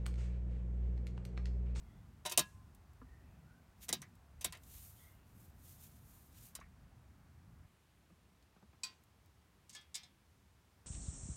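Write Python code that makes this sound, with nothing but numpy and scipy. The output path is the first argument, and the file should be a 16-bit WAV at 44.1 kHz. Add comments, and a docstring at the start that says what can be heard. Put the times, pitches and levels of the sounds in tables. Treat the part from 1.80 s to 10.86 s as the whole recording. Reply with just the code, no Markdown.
"""Hens at metal treadle feeders in a quiet run. First come a low outdoor rumble and faint, distant bird
whistles. From 0.45 s beaks and claws click on the near feeder: its sheet metal rings and heavy blows shake the
box. Loose feed ticks and the box gives one hollow knock. Just after 2 s a foot scuffs and the linkage rattles;
from 3 s feathers brush past, and later, feet pad softly. Just before 6 s the background switches to the air at
a feeder further off, where a tap rings the rim at 7 s and claws click on the treadle around 8 s."""
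import sys
import numpy as np
from scipy import signal
from scipy.fft import rfft, irfft, next_fast_len
from scipy.io import wavfile
from scipy.ndimage import uniform_filter1d

SR = 44100
rng = np.random.default_rng(int(sys.argv[2]) if len(sys.argv) > 2 else 0)


def digitize_waveform(pressure):
    """Quantize a signal to 16-bit integers and store it at the path in sys.argv[1].

    Rows of a 2-D input are taken as channels; values are limited to [-1, 1].
    """
    field = np.atleast_2d(pressure).T
    bounded = np.clip(field, -1, 1)
    quanta = np.round(bounded * 32767).astype(np.int16)
    wavfile.write(sys.argv[1], SR, quanta)


N = 399546


def undb(db):
    """Turn decibels into a gain to multiply by."""
    return 10 ** (np.asarray(db) / 20)


def unit(x):
    """Scale to an average (rms) level of 1."""
    return x / np.sqrt(np.mean(x ** 2))


def over_hz(points, hz):
    """Read between (frequency, value) points, with octaves evenly spaced."""
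    f, value = np.transpose(points)
    return np.interp(np.log(np.maximum(hz, 1)), np.log(f), value)


def fade(t, t60):
    """Die away by 60 dB in t60 seconds."""
    return np.exp(-np.log(1000) * t / np.maximum(t60, 1e-3))


def add(out, s, x):
    """Mix x into out, starting at s seconds."""
    i = max(int(s * SR), 0)
    out[i:i + len(x)] += x[:max(len(out) - i, 0)]


def noise_bands(gain, size, count):
    """Shape noise by gain and split it into bands; return their centres and their samples."""
    centres = np.geomspace(30, 16000, count)
    hz = np.fft.rfftfreq(size, 1 / SR)
    spectrum = rfft(rng.standard_normal(size)) * gain
    masks = [np.interp(hz, centres, row) for row in np.eye(count)]
    return centres, irfft(spectrum * np.array(masks), size)


def wander(rate):
    """A smooth random curve, mostly within -1 to 1, that takes rate steps a second."""
    k = int(SR / rate)
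    steps = np.clip(rng.standard_normal(N // k + 1), -1.6, 1.6)
    return 1.4 * uniform_filter1d(uniform_filter1d(np.repeat(steps, k), k), k)[:N]


def air(spectrum, db, rumble_db, flutter_db, waver_db):
    """A rumble with a soft rush above it; every band wavers a little, the low ones most."""
    size = next_fast_len(N)
    colour = unit(undb(over_hz(spectrum, np.fft.rfftfreq(size, 1 / SR))))
    centres, bands = noise_bands(colour, size, count=12)
    out = np.zeros(N)
    for hz, band in zip(centres, bands):
        bass_db = (rumble_db + flutter_db * wander(7.1)) / (1 + (hz / 300) ** 2)
        out += band[:N] * undb(db + bass_db + waver_db * wander(1.7))
    return out


# tone colour of the air at each feeder: f/Hz, level/dB
NEAR_AIR_COLOUR = [(15, -42), (25, -14.5), (49, -5.5), (70, -0.5), (223, -16), (394, -26), (531, -30),
                   (695, -26.5), (1440, -30.5), (1940, -34.5), (2280, -36), (3250, -40.5), (10400, -46.5),
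                   (12900, -46.5), (16000, -48.5)]
FAR_AIR_COLOUR = [(15, -54), (25, -26), (59, 0.5), (80, 3), (110, -5.5), (190, -6), (242, -13), (363, -15),
                  (531, -20), (988, -18.5), (1440, -22), (2350, -24.5), (4870, -30), (14000, -35),
                  (16000, -38)]
# rise and fall of the rumble at the near feeder: t/s, level/dB
RUMBLE_SWELL = [(0, 3), (.4, -0.5), (1.5, -0.5), (1.95, -4.5), (2.9, 2.5), (3.2, -3), (3.6, 1),
                (5.15, -2.5), (5.7, 1)]

def outdoors(switch_s=5.86):
    """The outdoor air, first at the near feeder and then at the far one."""
    t = np.arange(N) / SR
    swell_db = np.interp(t, *np.transpose(RUMBLE_SWELL))
    near = air(NEAR_AIR_COLOUR, db=-60.5, rumble_db=swell_db, flutter_db=3.5, waver_db=.34)
    far = air(FAR_AIR_COLOUR, db=-68.5, rumble_db=0, flutter_db=1.5, waver_db=.57)
    return np.where(t < switch_s, near, far)


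# distant whistles: t/s, start f/Hz, end f/Hz, level/dB
BIRD_NOTES = [(.04, 2080, 1970, -77), (.05, 3300, 3410, -83), (1.26, 1845, 1897, -72),
              (1.43, 2680, 2525, -79.5), (1.66, 1382, 1509, -73), (3.14, 3490, 3480, -76),
              (3.19, 2100, 1964, -71.5), (3.3, 2740, 2620, -81)]

def birds(note_s=.17, trees_s=.54, waver=.055, early_s=.04, size=32768):
    """Gliding, wavering whistles from far off, smeared by echoes from the trees."""
    out, t = np.zeros(N), np.arange(size) / SR
    along = np.clip(t / note_s, 0, 1)
    for s, start_hz, end_hz, db in BIRD_NOTES:
        pitch = (start_hz + (end_hz - start_hz) * along) * (1 + waver * wander(90)[:size])
        note = np.sin(np.pi * along) * np.sin(2 * np.pi * np.cumsum(pitch) / SR)
        heard = signal.fftconvolve(note, rng.standard_normal(size) * fade(t, trees_s))
        add(out, s - early_s, 2 * undb(db) * heard / np.abs(heard).max())
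    return out


def sheet_overtones(spacing_hz, size, between=.04, count=900):
    """A flat sheet's overtones lie about evenly from low to high: 1 at each, a little rattle between."""
    tone_hz = np.cumsum(spacing_hz * rng.uniform(.15, 1.85, count))
    lines = np.full(size // 2 + 1, between)
    lines[(tone_hz[tone_hz < SR / 2] * size / SR).astype(int)] = 1
    return lines


def contact(hz, bass_db, treble_db):
    """Tone colour of one touch: how strongly it stirs the low and the high tones."""
    return undb(bass_db / (1 + (hz / 2200) ** 2) + treble_db * (1 - 1 / (1 + (hz / 8000) ** 2) ** 2))


def strike(blows, tones, sheet, decay, spacing_hz, ring_db, spot_db,
           crack_db, crack_s, box_db, box_s, sustain, size=32768):
    """Each blow cracks, stirs the metal's many overtones and leaves its strongest tones ringing."""
    out, t, hz = np.zeros(N), np.arange(size) / SR, np.fft.rfftfreq(size, 1 / SR)
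    smooth = unit(undb(over_hz(sheet, hz)))
    colour = unit(smooth * sheet_overtones(spacing_hz, size))
    tone_hz, tone_db, tone_t60 = np.transpose(tones)[:, :, None]
    for s, db, softness, own_ring_db, drag_s, spot_hz in blows:
        # a soft touch gives more bass and less treble
        bass_db, treble_db = -13 + 18.5 * softness, -13 * softness ** 4
        touch = contact(hz, bass_db, treble_db)
        # a dragging beak or claw makes the sound build more slowly and last longer
        rise = 1 - np.exp(-t / max(drag_s, 1e-4))
        stretch = sustain * (1 + drag_s / .009)
        centres, bands = noise_bands(colour * touch, size, count=16)
        overtones = (bands * fade(t, stretch * over_hz(decay, centres)[:, None])).sum(0)
        crack = undb(crack_db) * bands[centres > 2500].sum(0) * fade(t, crack_s)
        # the spot that is hit decides how loud each tone is
        share, detune, phase = rng.standard_normal((3, len(tones), 1))
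        favoured = np.exp(-(np.log2(tone_hz / spot_hz) / .22) ** 2)
        gain = undb(tone_db + 2.2 * share + spot_db * favoured + ring_db + own_ring_db)
        gain *= contact(tone_hz, bass_db / 2, treble_db)
        waves = np.sin(2 * np.pi * (tone_hz * (1 + .0017 * detune) * t + phase))
        ring = (gain * waves * fade(t, stretch * tone_t60)).sum(0)
        # the box's other panels add a faint, duller tail
        panels = rfft(rng.standard_normal(size)) * smooth * touch / (1 + hz / 3000)
        box = undb(box_db) * irfft(panels) * fade(t, box_s)
        add(out, s, undb(db) * rise * (overtones + crack + ring + box))
    return out


# blows on the near feeder: t/s, level/dB, softness/0-1, extra ring/dB, drag/s, favoured f/Hz
NEAR_BLOWS = [(.4515, -36.5, 1, 1, 0.00085, 2555), (.4575, -33, 0.79, 4, 0.0035, 930),
              (.4960, -41.5, .1, -1, .0009, 6000), (.5132, -40, .8, 4.5, .0005, 980),
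              (.5206, -35, .55, -2, .0003, 2630), (.5753, -18.5, 0, -2, 0.00035, 1000),
              (.5925, -25.5, .5, -1.5, 0.000096, 1682), (2.0835, -43, 0.8, -9, 0.00047, 4800),
              (2.0906, -36, 0.58, -8, .0001, 9300), (2.1275, -27, .25, -5, .0003, 4000),
              (2.2178, -49, 0.46, -1.5, 0.00046, 6200), (2.6095, -43.5, 0.48, -3, .003, 7140),
              (2.6432, -35, 0.56, -2.5, .0011, 3900), (2.6453, -28, 0.15, -6.5, 0.00031, 9450),
              (2.7235, -42.5, 0.8, -16, .0008, 2000), (2.7490, -50.5, 0.99, 0, 0.00093, 2700),
              (4.7520, -41, 0.28, -10.5, 0.00012, 4880), (4.7996, -66, 0.8, 7, .0008, 6160)]
# its strongest tones: f/Hz, level/dB, base fade time/s
NEAR_TONES = [(365, -15, .12), (607, -9, .11), (645, -11, .1), (735, -9, .1), (938, -13, .13),
              (1000, -18, .15), (1034, -32, .9), (1663, -19, .3), (1863, -22, .17), (2500, -11, .13),
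              (2610, -12, .12), (2708, -17, .24), (3060, -11, .1), (3580, -7, .1), (3750, -5, .1),
              (3850, -5, .1), (3930, -3, .1), (4760, -9, .085), (5250, -10, .08), (5780, -5, .07),
              (6200, -5, .07), (6615, -4, .07), (7235, -3, .06), (7855, -6, .065), (8889, 0, .05),
              (9307, -4, .045), (9476, -3, .045), (9766, -2, .045), (10729, -7, .055)]
# colour of its overtones: f/Hz, level/dB
NEAR_COLOUR = [(30, -28.5), (100, -16.5), (330, -6), (700, -5.5), (850, -14), (1020, 0.5), (1400, -6.5),
               (2600, -2.5), (4500, -2), (6500, 4.5), (9500, 5), (10500, -1), (13000, 0), (16000, -13)]
# how long they last: f/Hz, base fade time/s
NEAR_FADES = [(150, 0.32), (500, .12), (1500, .14), (4000, 0.12), (8000, 0.034), (15000, 0.086)]

def near_pecks():
    """Beaks and claws click on the near feeder's sheet metal, which rings briefly."""
    return strike(NEAR_BLOWS, NEAR_TONES, NEAR_COLOUR, NEAR_FADES, spacing_hz=95.2, ring_db=-9.5,
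                  spot_db=9, crack_db=-4.5, crack_s=.0063, box_db=-31, box_s=.54, sustain=.86)


def knocks(events, tones, lag_cycles, width, size=16384):
    """Each knock stirs a few short, noisy tones (width: share of their pitch); lag delays low ones most."""
    out, t, hz = np.zeros(N), np.arange(size) / SR, np.fft.rfftfreq(size, 1 / SR)
    middle = np.mean(np.log2(np.array(tones)[:, 0]))
    for s, db, tilt_db in events:
        for centre, own_db, t60 in tones:
            shape = hz / (hz + centre) / (1 + ((hz - centre) / (width * centre)) ** 2)
            band = irfft(rfft(rng.standard_normal(size)) * shape)
            envelope = (1 - np.exp(-t * centre)) * fade(t, t60)
            body = unit(band * envelope) * np.sqrt(np.mean(envelope ** 2))
            gain = undb(db + own_db + tilt_db * (np.log2(centre) - middle))
            add(out, s + lag_cycles / centre, gain * body)
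    return out


# heavy blows: t/s, level/dB, tilt towards treble/dB per octave
CLUNK_HITS = [(.576, -34.5, 1), (2.089, -48.5, -5.5), (2.1255, -43, -3.5), (2.643, -46.5, -1.5)]
# tones of the shaken box: f/Hz, level/dB, fade time/s
BOX_TONES = [(166, -11.5, 0.35), (268, -5.5, .08), (420, -1.5, .07), (650.5, 1.5, .07), (1000, -3.5, .08)]

def treadle_clunks():
    """The treadle, the plate a hen steps on, hits its stop and shakes the box."""
    return knocks(CLUNK_HITS, BOX_TONES, lag_cycles=1.5, width=.22)


# light touches: t/s, level/dB, tilt/dB per octave
TICK_HITS = [(.9485, -62.5, 2.5), (1.133, -73, 0), (2.3527, -68.5, 3.5), (2.772, -58.5, -4),
             (2.8346, -59, 0), (6.625, -71, -11), (7.2366, -68, 2), (7.4595, -69.5, 0)]
# tones of a tick: f/Hz, level/dB, fade time/s
TICK_TONES = [(3800, -9.5, .04), (7500, -4.5, 0.033), (12500, -2.5, .03)]

def light_ticks():
    """Claw tips and loose feed make tiny, high ticks."""
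    return knocks(TICK_HITS, TICK_TONES, lag_cycles=0, width=.27)


# one knock: t/s, level/dB, tilt/dB per octave
HOLLOW_HITS = [(1.2155, -47, 0)]
# tones of the hollow box: f/Hz, level/dB, fade time/s
HOLLOW_TONES = [(259.4, -1.5, 0.087), (468, -10, 0.059), (1015, -13.5, 0.07), (1190, -14, 0.06),
                (1380, -15, 0.056), (1694, -17.5, 0.055)]

def hollow_knock():
    """The hollow box answers a knock with a short, low note."""
    return knocks(HOLLOW_HITS, HOLLOW_TONES, lag_cycles=.1, width=.018)


# brushing strokes, the first a short foot scuff, the rest feathers: middle t/s, length/s, level/dB, treble/dB
BRUSH_STROKES = [(2.037, .025, -56.5, -9), (2.961, 0.12, -58.5, -0.5), (3.066, 0.083, -60.5, 6),
                 (3.213, .17, -67, 2.5), (3.49, 0.047, -78.5, -7), (3.622, 0.1, -69, 1),
                 (3.892, 0.1, -62.5, 0), (4.038, 0.06, -59.5, 0), (4.148, 0.079, -70, -3),
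                 (4.342, 0.19, -67, 1), (4.47, 0.059, -72, 2), (4.577, 0.058, -65, -9),
                 (4.65, 0.058, -60.5, 0)]
# colour of their hiss: f/Hz, level/dB
FEATHER_COLOUR = [(1000, -20), (2500, -7.5), (3800, -6), (5000, -7), (7000, -1), (7450, -3), (8000, -2),
                  (9300, 0), (10500, -2), (12500, 2.5), (15000, 0.5), (16000, -10)]

def feathers(grain_db=2.5, catch_db=.97, steepness=1.8, size=32768):
    """Tiny feather barbs flick over the metal edge in a hiss; each stroke swells, catches and slips away. The
    first, short stroke is a foot scuffing the metal."""
    out, t, hz = np.zeros(N), (np.arange(size) - size / 2) / SR, np.fft.rfftfreq(size, 1 / SR)
    colour = undb(over_hz(FEATHER_COLOUR, hz))
    for s, length, db, treble_db in BRUSH_STROKES:
        barbs = rng.standard_normal(size) * undb(grain_db * np.minimum(rng.exponential(size=size), 5))
        hiss = unit(irfft(rfft(barbs) * colour * contact(hz, 0, treble_db)))
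        pressure = np.hanning(size) / (1 + (t / length) ** 2) ** steepness
        add(out, s + t[0], undb(db) * pressure * hiss)
    return out * undb(catch_db * wander(140))


# jolts of the linkage: t/s, level/dB, tilt/dB per octave
RATTLE_HITS = [(2.093, -50, 14), (2.224, -53, 5), (2.731, -51.5, 3), (4.759, -58.5, -16),
               (4.8112, -52.5, -7)]
# its tones: f/Hz, level/dB, fade time/s
LINKAGE_TONES = [(1200, -3, 0.063), (1960, -4.5, 0.14)]

def linkage_rattles():
    """The treadle's linkage rattles as a hen's weight shifts."""
    return knocks(RATTLE_HITS, LINKAGE_TONES, lag_cycles=.86, width=.14)


# steps: t/s, level/dB, tilt/dB per octave
STEPS = [(4.7862, -52.5, 0.5), (4.815, -61, -1), (6.301, -63, -2.5), (6.762, -62, 0.5), (6.825, -60, -2.5),
         (6.930, -61, 1)]
# tones of a step: f/Hz, level/dB, fade time/s
STEP_TONES = [(172, 1, 0.11), (300, -2, 0.048), (630, -1.5, 0.04), (1180, -10, 0.1), (2400, -16, 0.094)]

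def footsteps():
    """Padded feet land softly on the plate and the litter."""
    return knocks(STEPS, STEP_TONES, lag_cycles=.42, width=.3)


# blows on the far rim and treadle: t/s, level/dB, softness/0-1, extra ring/dB, drag/s, favoured f/Hz
RIM_BLOWS = [(7.0338, -39.5, 0.6, 0, 0.00076, 2490)]
CLAW_BLOWS = [(7.8940, -52.5, .2, -9, 0.0011, 6570), (7.9280, -55, .05, 3, 0.0047, 7060),
              (7.9492, -48, .75, 0, 0.0009, 1750), (7.9620, -54.5, 0.99, 5.5, 0.0028, 3260),
              (8.0110, -66, 0.51, -4, 0.0008, 3300), (8.1430, -43, 0.35, 1, 0.0025, 3850),
              (8.1520, -40, .1, -0.5, 0.00053, 8300), (8.2325, -58.5, 0.73, 6, .001, 3880)]
# strongest tones of each part: f/Hz, level/dB, base fade time/s
RIM_TONES = [(1040, -12, 0.29), (2478, -1.5, 0.21), (2480, -4, 0.15), (3170, -14, 0.2), (3720, -8, 0.11),
             (3900, -3.5, 0.16), (4060, 0.5, 0.12), (4590, -3, 0.19), (4620, 0, 0.19), (4770, 1, 0.17),
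             (4670, 0, 0.15), (5550, 3, 0.078), (7340, -8, 0.053), (7700, 5.5, 0.09), (7900, 4, 0.061)]
TREADLE_TONES = [(731, -19.5, 0.16), (994, -18, 0.31), (1054, -18, 0.13), (1730, -15, 0.23),
                 (2200, -8.5, .17), (2850, -15, 0.1), (3295, -11, 0.25), (3500, -13, 0.17),
                 (3584, -12, 0.18), (3740, -14, 0.13), (4020, -10, .13), (4260, -23, 0.16),
                 (4800, -10, 0.14), (5030, -23, .13), (5270, -5, 0.14), (6560, -3.5, 0.078),
                 (8306, -10, .05)]
# colour of the overtones of both: f/Hz, level/dB
FAR_COLOUR = [(30, -40), (100, -13), (600, -14.5), (1200, -12), (2800, -5.5), (4000, -4.5), (6000, 2.5),
              (8200, 4.5), (10000, -5), (16000, -22)]
# how long they last: f/Hz, base fade time/s
FAR_FADES = [(300, 0.35), (2000, 0.37), (4000, 0.25), (8000, 0.037), (15000, 0.16)]

def far_taps():
    """A clean tap rings the far feeder's rim, then claws click on its metal treadle."""
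    rim = strike(RIM_BLOWS, RIM_TONES, FAR_COLOUR, FAR_FADES, spacing_hz=55.2, ring_db=-4,
                 spot_db=1, crack_db=-19, crack_s=.017, box_db=-14, box_s=.39, sustain=.85)
    claws = strike(CLAW_BLOWS, TREADLE_TONES, FAR_COLOUR, FAR_FADES, spacing_hz=99.5, ring_db=-5.5,
                   spot_db=12.5, crack_db=-3, crack_s=.015, box_db=-17, box_s=.31, sustain=.83)
    return rim + claws


def scene():
    """Add all the sounds into one channel, in the order they are first heard."""
    mix = outdoors() + birds() + near_pecks() + treadle_clunks() + light_ticks() + hollow_knock()
    mix += feathers() + linkage_rattles() + footsteps() + far_taps()
    return mix[None]


def record(dry, low_hz=36, top_hz=16000):
    """The microphone drops the deepest rumble and the very highest treble."""
    lean = signal.sosfilt(signal.butter(4, low_hz, "high", fs=SR, output="sos"), dry)
    return signal.sosfilt(signal.ellip(8, .2, 70, top_hz, fs=SR, output="sos"), lean)


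dry = scene()
out = record(dry)
digitize_waveform(out)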